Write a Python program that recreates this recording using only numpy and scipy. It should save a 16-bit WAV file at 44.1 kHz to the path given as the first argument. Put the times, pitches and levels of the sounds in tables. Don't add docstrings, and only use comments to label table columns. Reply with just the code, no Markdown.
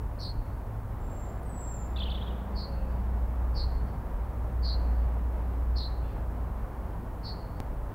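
import sys
import numpy as np
from scipy import signal
from scipy.fft import rfft, irfft
from scipy.io import wavfile

SR = 44100
rng = np.random.default_rng(int(sys.argv[2]) if len(sys.argv) > 2 else 0)


def generate_wav(sig):
    pcm = np.round(np.clip(np.atleast_2d(sig).T, -1, 1) * 32767).astype(np.int16)
    wavfile.write(sys.argv[1], SR, pcm)


N = 350154
TIME = np.arange(N) / SR

# (frequency [Hz], relative density [dB])
WIND_SPECTRUM = [(12, -19.5), (24, -9), (35, -1.5), (48, 1), (62, -7), (80, -6), (102, -5.5), (125, -16),
                 (200, -36.5), (400, -69.5)]
ROAD_SPECTRUM = [(40, -34), (100, 10.5), (150, 7.5), (250, 4.5), (340, -0.5), (550, -0.5), (950, -2),
                 (1300, -9), (1800, -16), (2400, -24), (3500, -32), (6000, -41), (12000, -65)]
HISS_SPECTRUM = [(100, -8), (3000, -8), (6000, -5.5), (10000, -2), (13000, 0.5), (15700, 3)]
# (peak time [s], length [s], rise of the deep part [dB])
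WIND_PUFFS = [(0.41, 0.1, 6), (1.02, 0.21, 6), (2.85, 0.11, 10.5), (3.69, 0.33, 8.5), (4.167, .12, 8),
              (7.77, 0.19, 9)]
# (time [s], level [dB])
ROAD_SWELLS = [(0, -44.5), (1.3, -42.5), (2.3, -41.5), (3.4, -41.5), (4.3, -42.5), (4.9, -40.5), (5.3, -42),
               (6.8, -42.5), (7.94, -43)]
ENGINE_SWELLS = [(0, -42.5), (1.3, -43), (2.05, -32), (2.6, -36), (3.05, -29.5), (3.73, -30.5),
                 (4.15, -39.5), (4.5, -30.5), (4.82, -24.5), (5.4, -31.5), (5.7, -25), (6.15, -37),
                 (6.4, -32.5), (7.1, -41), (7.94, -42.5)]
# (time [s], firing rate [Hz])
ENGINE_FIRING = [(0, 56.97), (1.5, 59), (2, 61.48), (2.5, 59.94), (3.8, 60), (4.3, 61.55), (4.7, 59),
                 (5.8, 60), (6.5, 57), (7.94, 55.3)]

# (time [s], length [s], start pitch [Hz], end pitch [Hz], level before the mix [dB],
# settling [1; positive levels off, negative speeds up])
DISTANT_HUMS = [(0, 0.97, 107, 109, -42, 1), (1.75, 1.4, 191, 199.1, -48, 2),
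                (2.66, 0.26, 552, 527, -51, 0.85)]
DISTANT_WHISTLE = [(2.68, .18, 2560, 2590, -65.5, 1)]
DISTANT_CHATTER = [(6.0, .08, 2510, 2676, -62.5, 0.91), (6.01, 0.066, 3400, 3300, -67, 1)]
THIN_WHISTLES = [(1.0, 0.35, 7520, 7280, -58.5, -1.14), (1.45, .425, 8280, 7180, -48.5, 1.5)]
WHISTLE_SNAP = [(1.431, 0.0052, 10200, 8560, -55, .5)]
# (time [s], length [s], pitch at the turn [Hz], start above the turn [Hz],
# end above the turn [Hz], level before the mix [dB])
TWITTER_SLURS = [(1.959, 0.0194, 3450, 380, 900, -43.5), (1.97, 0.031, 2660, 350, -130, -53.5),
                 (1.981, 0.019, 3350, 50, 1600, -46.5), (2, 0.0168, 3630, -750, -500, -38.5),
                 (2.014, .020, 3035, 203, 750, -39.5), (2.032, 0.012, 3260, 490, 1150, -40),
                 (2.051, 0.041, 3195, -510, -650, -44.5), (2.092, 0.017, 3070, 0, 1850, -45.5),
                 (2.11, 0.021, 3560, -550, -780, -42.5), (2.143, 0.028, 3260, 780, 770, -45),
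                 (2.174, .016, 3080, 160, -330, -49.5), (2.207, .028, 3170, 450, 850, -47),
                 (2.266, .028, 3200, 467, 590, -49.5), (2.3, 0.018, 2950, 200, -100, -56)]
# (time [s], settled pitch [Hz], opening above it [Hz], level [dB], length [s],
# attack [s], flick span [Hz], relative overtone level [dB], gain towards the trees [dB])
BUNTING_CALLS = [(0.185, 4400, 110, -44.5, 0.15, 0.034, 1830, -25.5, -1),
                 (2.548, 4470, 80, -45.5, .130, 0.04, 706, -37, 5),
                 (3.542, 4360, 482, -43.5, 0.13, 0.036, 800, -35, 4.5),
                 (4.623, 4307, 373, -40.5, .148, 0.039, 600, -41, 0.5),
                 (5.755, 4210, 306, -42.5, 0.14, 0.022, 1100, -37, 2.5),
                 (7.229, 4397, 200, -44.5, 0.12, 0.038, 1050, -36, 6)]


def undb(db):
    return 10 ** (np.asarray(db) / 20)


def unit(x):
    return x / np.sqrt(np.mean(x ** 2))


def curve(rows):
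    return np.interp(TIME, *np.transpose(rows))


def walk(rate, size=N):
    hz = np.fft.rfftfreq(size, 1 / SR)
    lowpass = np.exp(-(hz / rate) ** 2) * (hz > 0)
    return unit(irfft(rfft(rng.standard_normal(size)) * lowpass, size))


def noise(spectrum):
    hz, db = np.transpose(spectrum)
    gain = undb(np.interp(np.log(np.fft.rfftfreq(N, 1 / SR) + 1), np.log(hz), db))
    return unit(irfft(rfft(rng.standard_normal(N)) * gain, N))


def phase_of(hz):
    return 2 * np.pi * np.cumsum(hz) / SR


def add(out, start_s, x):
    i = int(start_s * SR)
    x = x * signal.windows.tukey(len(x), min(SR / 500 / len(x), 1))
    out[i:i + len(x)] += x[:N - i]


def tone(hz, db, waver, waver_rate, flicker_db):
    wavering_hz = hz * (1 + waver * walk(waver_rate, len(hz)))
    gain = undb(db + flicker_db * walk(waver_rate, len(hz)))
    return gain * np.sqrt(2) * np.sin(phase_of(wavering_hz))


def around(share, turn):
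    return np.maximum(1 - share / turn, 0), np.maximum((share - turn) / (1 - turn), 0)


def glides(rows, edge_db, waver, waver_rate, flicker_db, crest=0.35):
    out = np.zeros(N)
    for start, length, start_hz, end_hz, db, settle in rows:
        share = np.linspace(0, 1, int(length * SR))
        hz = start_hz + (end_hz - start_hz) * np.expm1(-settle * share) / np.expm1(-settle)
        before, after = around(share, crest)
        add(out, start, tone(hz, db + edge_db * (before + after) ** 2, waver, waver_rate, flicker_db))
    return out


def microphone_hiss():
    return undb(-64.5) * noise(HISS_SPECTRUM)


def wind(breeze_db=-37.5, buffet_hz=58.5):
    puff_db = sum(rise * np.exp(-(2 * (TIME - at) / length) ** 2) for at, length, rise in WIND_PUFFS)
    buffet = signal.sosfilt(signal.butter(4, buffet_hz, fs=SR, output="sos"), noise(WIND_SPECTRUM))
    buffet *= np.sqrt(np.abs(undb(puff_db) ** 2 - 1))
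    return undb(breeze_db + 0.5 * walk(3.4)) * (noise(WIND_SPECTRUM) + buffet)


def far_road():
    tyres = noise(ROAD_SPECTRUM) * undb(curve(ROAD_SWELLS) + 0.57 * walk(7.3))
    return tyres + glides(DISTANT_HUMS, edge_db=-2, waver=0.012, waver_rate=12, flicker_db=1.5)


def far_engine():
    firing_hz = curve(ENGINE_FIRING) + 0.5 * walk(6.3)
    level_db = curve(ENGINE_SWELLS) + 1.1 * walk(7)
    return undb(level_db) * np.sqrt(2) * np.sin(phase_of(firing_hz))


def click(at_s=7.6025, peak_db=-24, decay_s=0.0037):
    age = TIME - at_s
    return undb(peak_db) * (age >= 0) * np.exp(-np.abs(age) / decay_s)


def trees(x, t60, build_s):
    age = TIME[:SR]
    build_up = 1 - np.exp(-(age / build_s) ** 2)
    tail = rng.standard_normal(SR) * build_up * undb(-60 * age / t60)
    return signal.fftconvolve(x, tail / np.linalg.norm(tail))[:N]


def wood_edge(x, delay_s=0.29, highpass_hz=4500):
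    bright = signal.sosfilt(signal.butter(6, highpass_hz, "high", fs=SR, output="sos"), x)
    return np.interp(TIME - delay_s, TIME, trees(bright, t60=0.2, build_s=0.0071), left=0)


def far_birds():
    calls = glides(DISTANT_WHISTLE, edge_db=-4, waver=0.045, waver_rate=200, flicker_db=2.5)
    calls += glides(DISTANT_CHATTER, edge_db=-4, waver=0.06, waver_rate=120, flicker_db=2.5)
    return undb(-3.5) * trees(calls, t60=0.6, build_s=0.015)


def whistles():
    notes = glides(THIN_WHISTLES + WHISTLE_SNAP, edge_db=-16, waver=0.0034, waver_rate=130,
                   flicker_db=3, crest=0.62)
    return undb(-3) * notes + undb(-11.5) * trees(notes, t60=0.59, build_s=0.012)


def twitter(roundness=1.29, edge_db=-9.5):
    slurs = np.zeros(N)
    for start, length, turn_hz, lead_hz, tail_hz, db in TWITTER_SLURS:
        before, after = around(np.linspace(0, 1, int(length * SR)), turn=0.36)
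        hz = turn_hz + lead_hz * before ** roundness + tail_hz * after ** roundness
        level_db = db + edge_db * (before + after) ** 2
        add(slurs, start, tone(hz, level_db, waver=0.012, waver_rate=800, flicker_db=2.5))
    return undb(-0.5) * slurs + undb(-7.5) * trees(slurs, t60=0.72, build_s=0.012)


def flicks(age, rate_hz=122, peak_s=0.0235):
    flick_phase = phase_of(rate_hz * (1 + 0.015 * walk(66, len(age))))
    pulses = (0.5 - 0.5 * np.cos(flick_phase)) ** 2
    burst = (age / peak_s * np.exp(1 - age / peak_s)) ** 2.24
    return burst * (pulses - 0.25)


def syrinx(pitch_hz, lift_hz, gap_hz=289.4, swing_hz=272, flutter_hz=85, rough_db=1.2, rasp_db=-22):
    n = len(pitch_hz)
    share = np.arange(n) / n
    swing = np.sin(phase_of(gap_hz * (1 + 0.13 * walk(68, n))))
    centre_hz = pitch_hz + swing_hz * np.sin(np.pi * share ** 0.94) ** 2 * swing
    lower_hz = centre_hz - gap_hz / 2 + 0.24 * lift_hz + flutter_hz * walk(260, n)
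    upper_hz = centre_hz + gap_hz / 2 + lift_hz + flutter_hz * walk(260, n)
    upper_db = -3.7 - 10 * share ** 4
    lower = undb(-rough_db * walk(150, n)) * np.exp(1j * phase_of(lower_hz))
    upper = undb(upper_db - rough_db * walk(150, n)) * np.exp(1j * phase_of(upper_hz))
    rasp = undb(rasp_db) * (walk(1160, n) + 1j * walk(1070, n))
    return (lower + upper) * (1 + rasp)


def bunting(settle_s=0.05, release_s=0.032, edge_db=-24, sag_db_per_s=24):
    direct, outward = np.zeros(N), np.zeros(N)
    for start, settled_hz, fall_hz, db, length, attack, flick_hz, overtone_db, send_db in BUNTING_CALLS:
        age = TIME[:int(length * SR)]
        onset = np.maximum(1 - age / attack, 0) ** 2
        release = np.maximum(1 - (length - age) / release_s, 0) ** 2
        effort_db = edge_db * (onset + release) - sag_db_per_s * (age - length / 2)
        pitch_hz = settled_hz + fall_hz * np.exp(-age / settle_s)
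        voice = syrinx(pitch_hz, lift_hz=flick_hz * flicks(age))
        overtone = undb(overtone_db) * unit((voice ** 2).imag)
        call = undb(db + effort_db) * (unit(voice.imag) + overtone)
        add(direct, start, call)
        add(outward, start, undb(send_db) * call)
    twigs = undb(-13) * trees(direct, t60=0.09, build_s=0.004)
    tail = undb(-16.5) * trees(outward, t60=0.6, build_s=0.011)
    return direct + twigs + tail + undb(-31.5) * wood_edge(outward)


def scene():
    birds = bunting() + whistles() + twitter() + far_birds()
    background = microphone_hiss() + wind() + far_road() + far_engine()
    return (birds + background + click())[None]


def record(dry, top_hz=15750):
    return signal.sosfilt(signal.ellip(12, 0.1, 80, top_hz, fs=SR, output="sos"), dry)


dry = scene()
out = record(dry)
generate_wav(out)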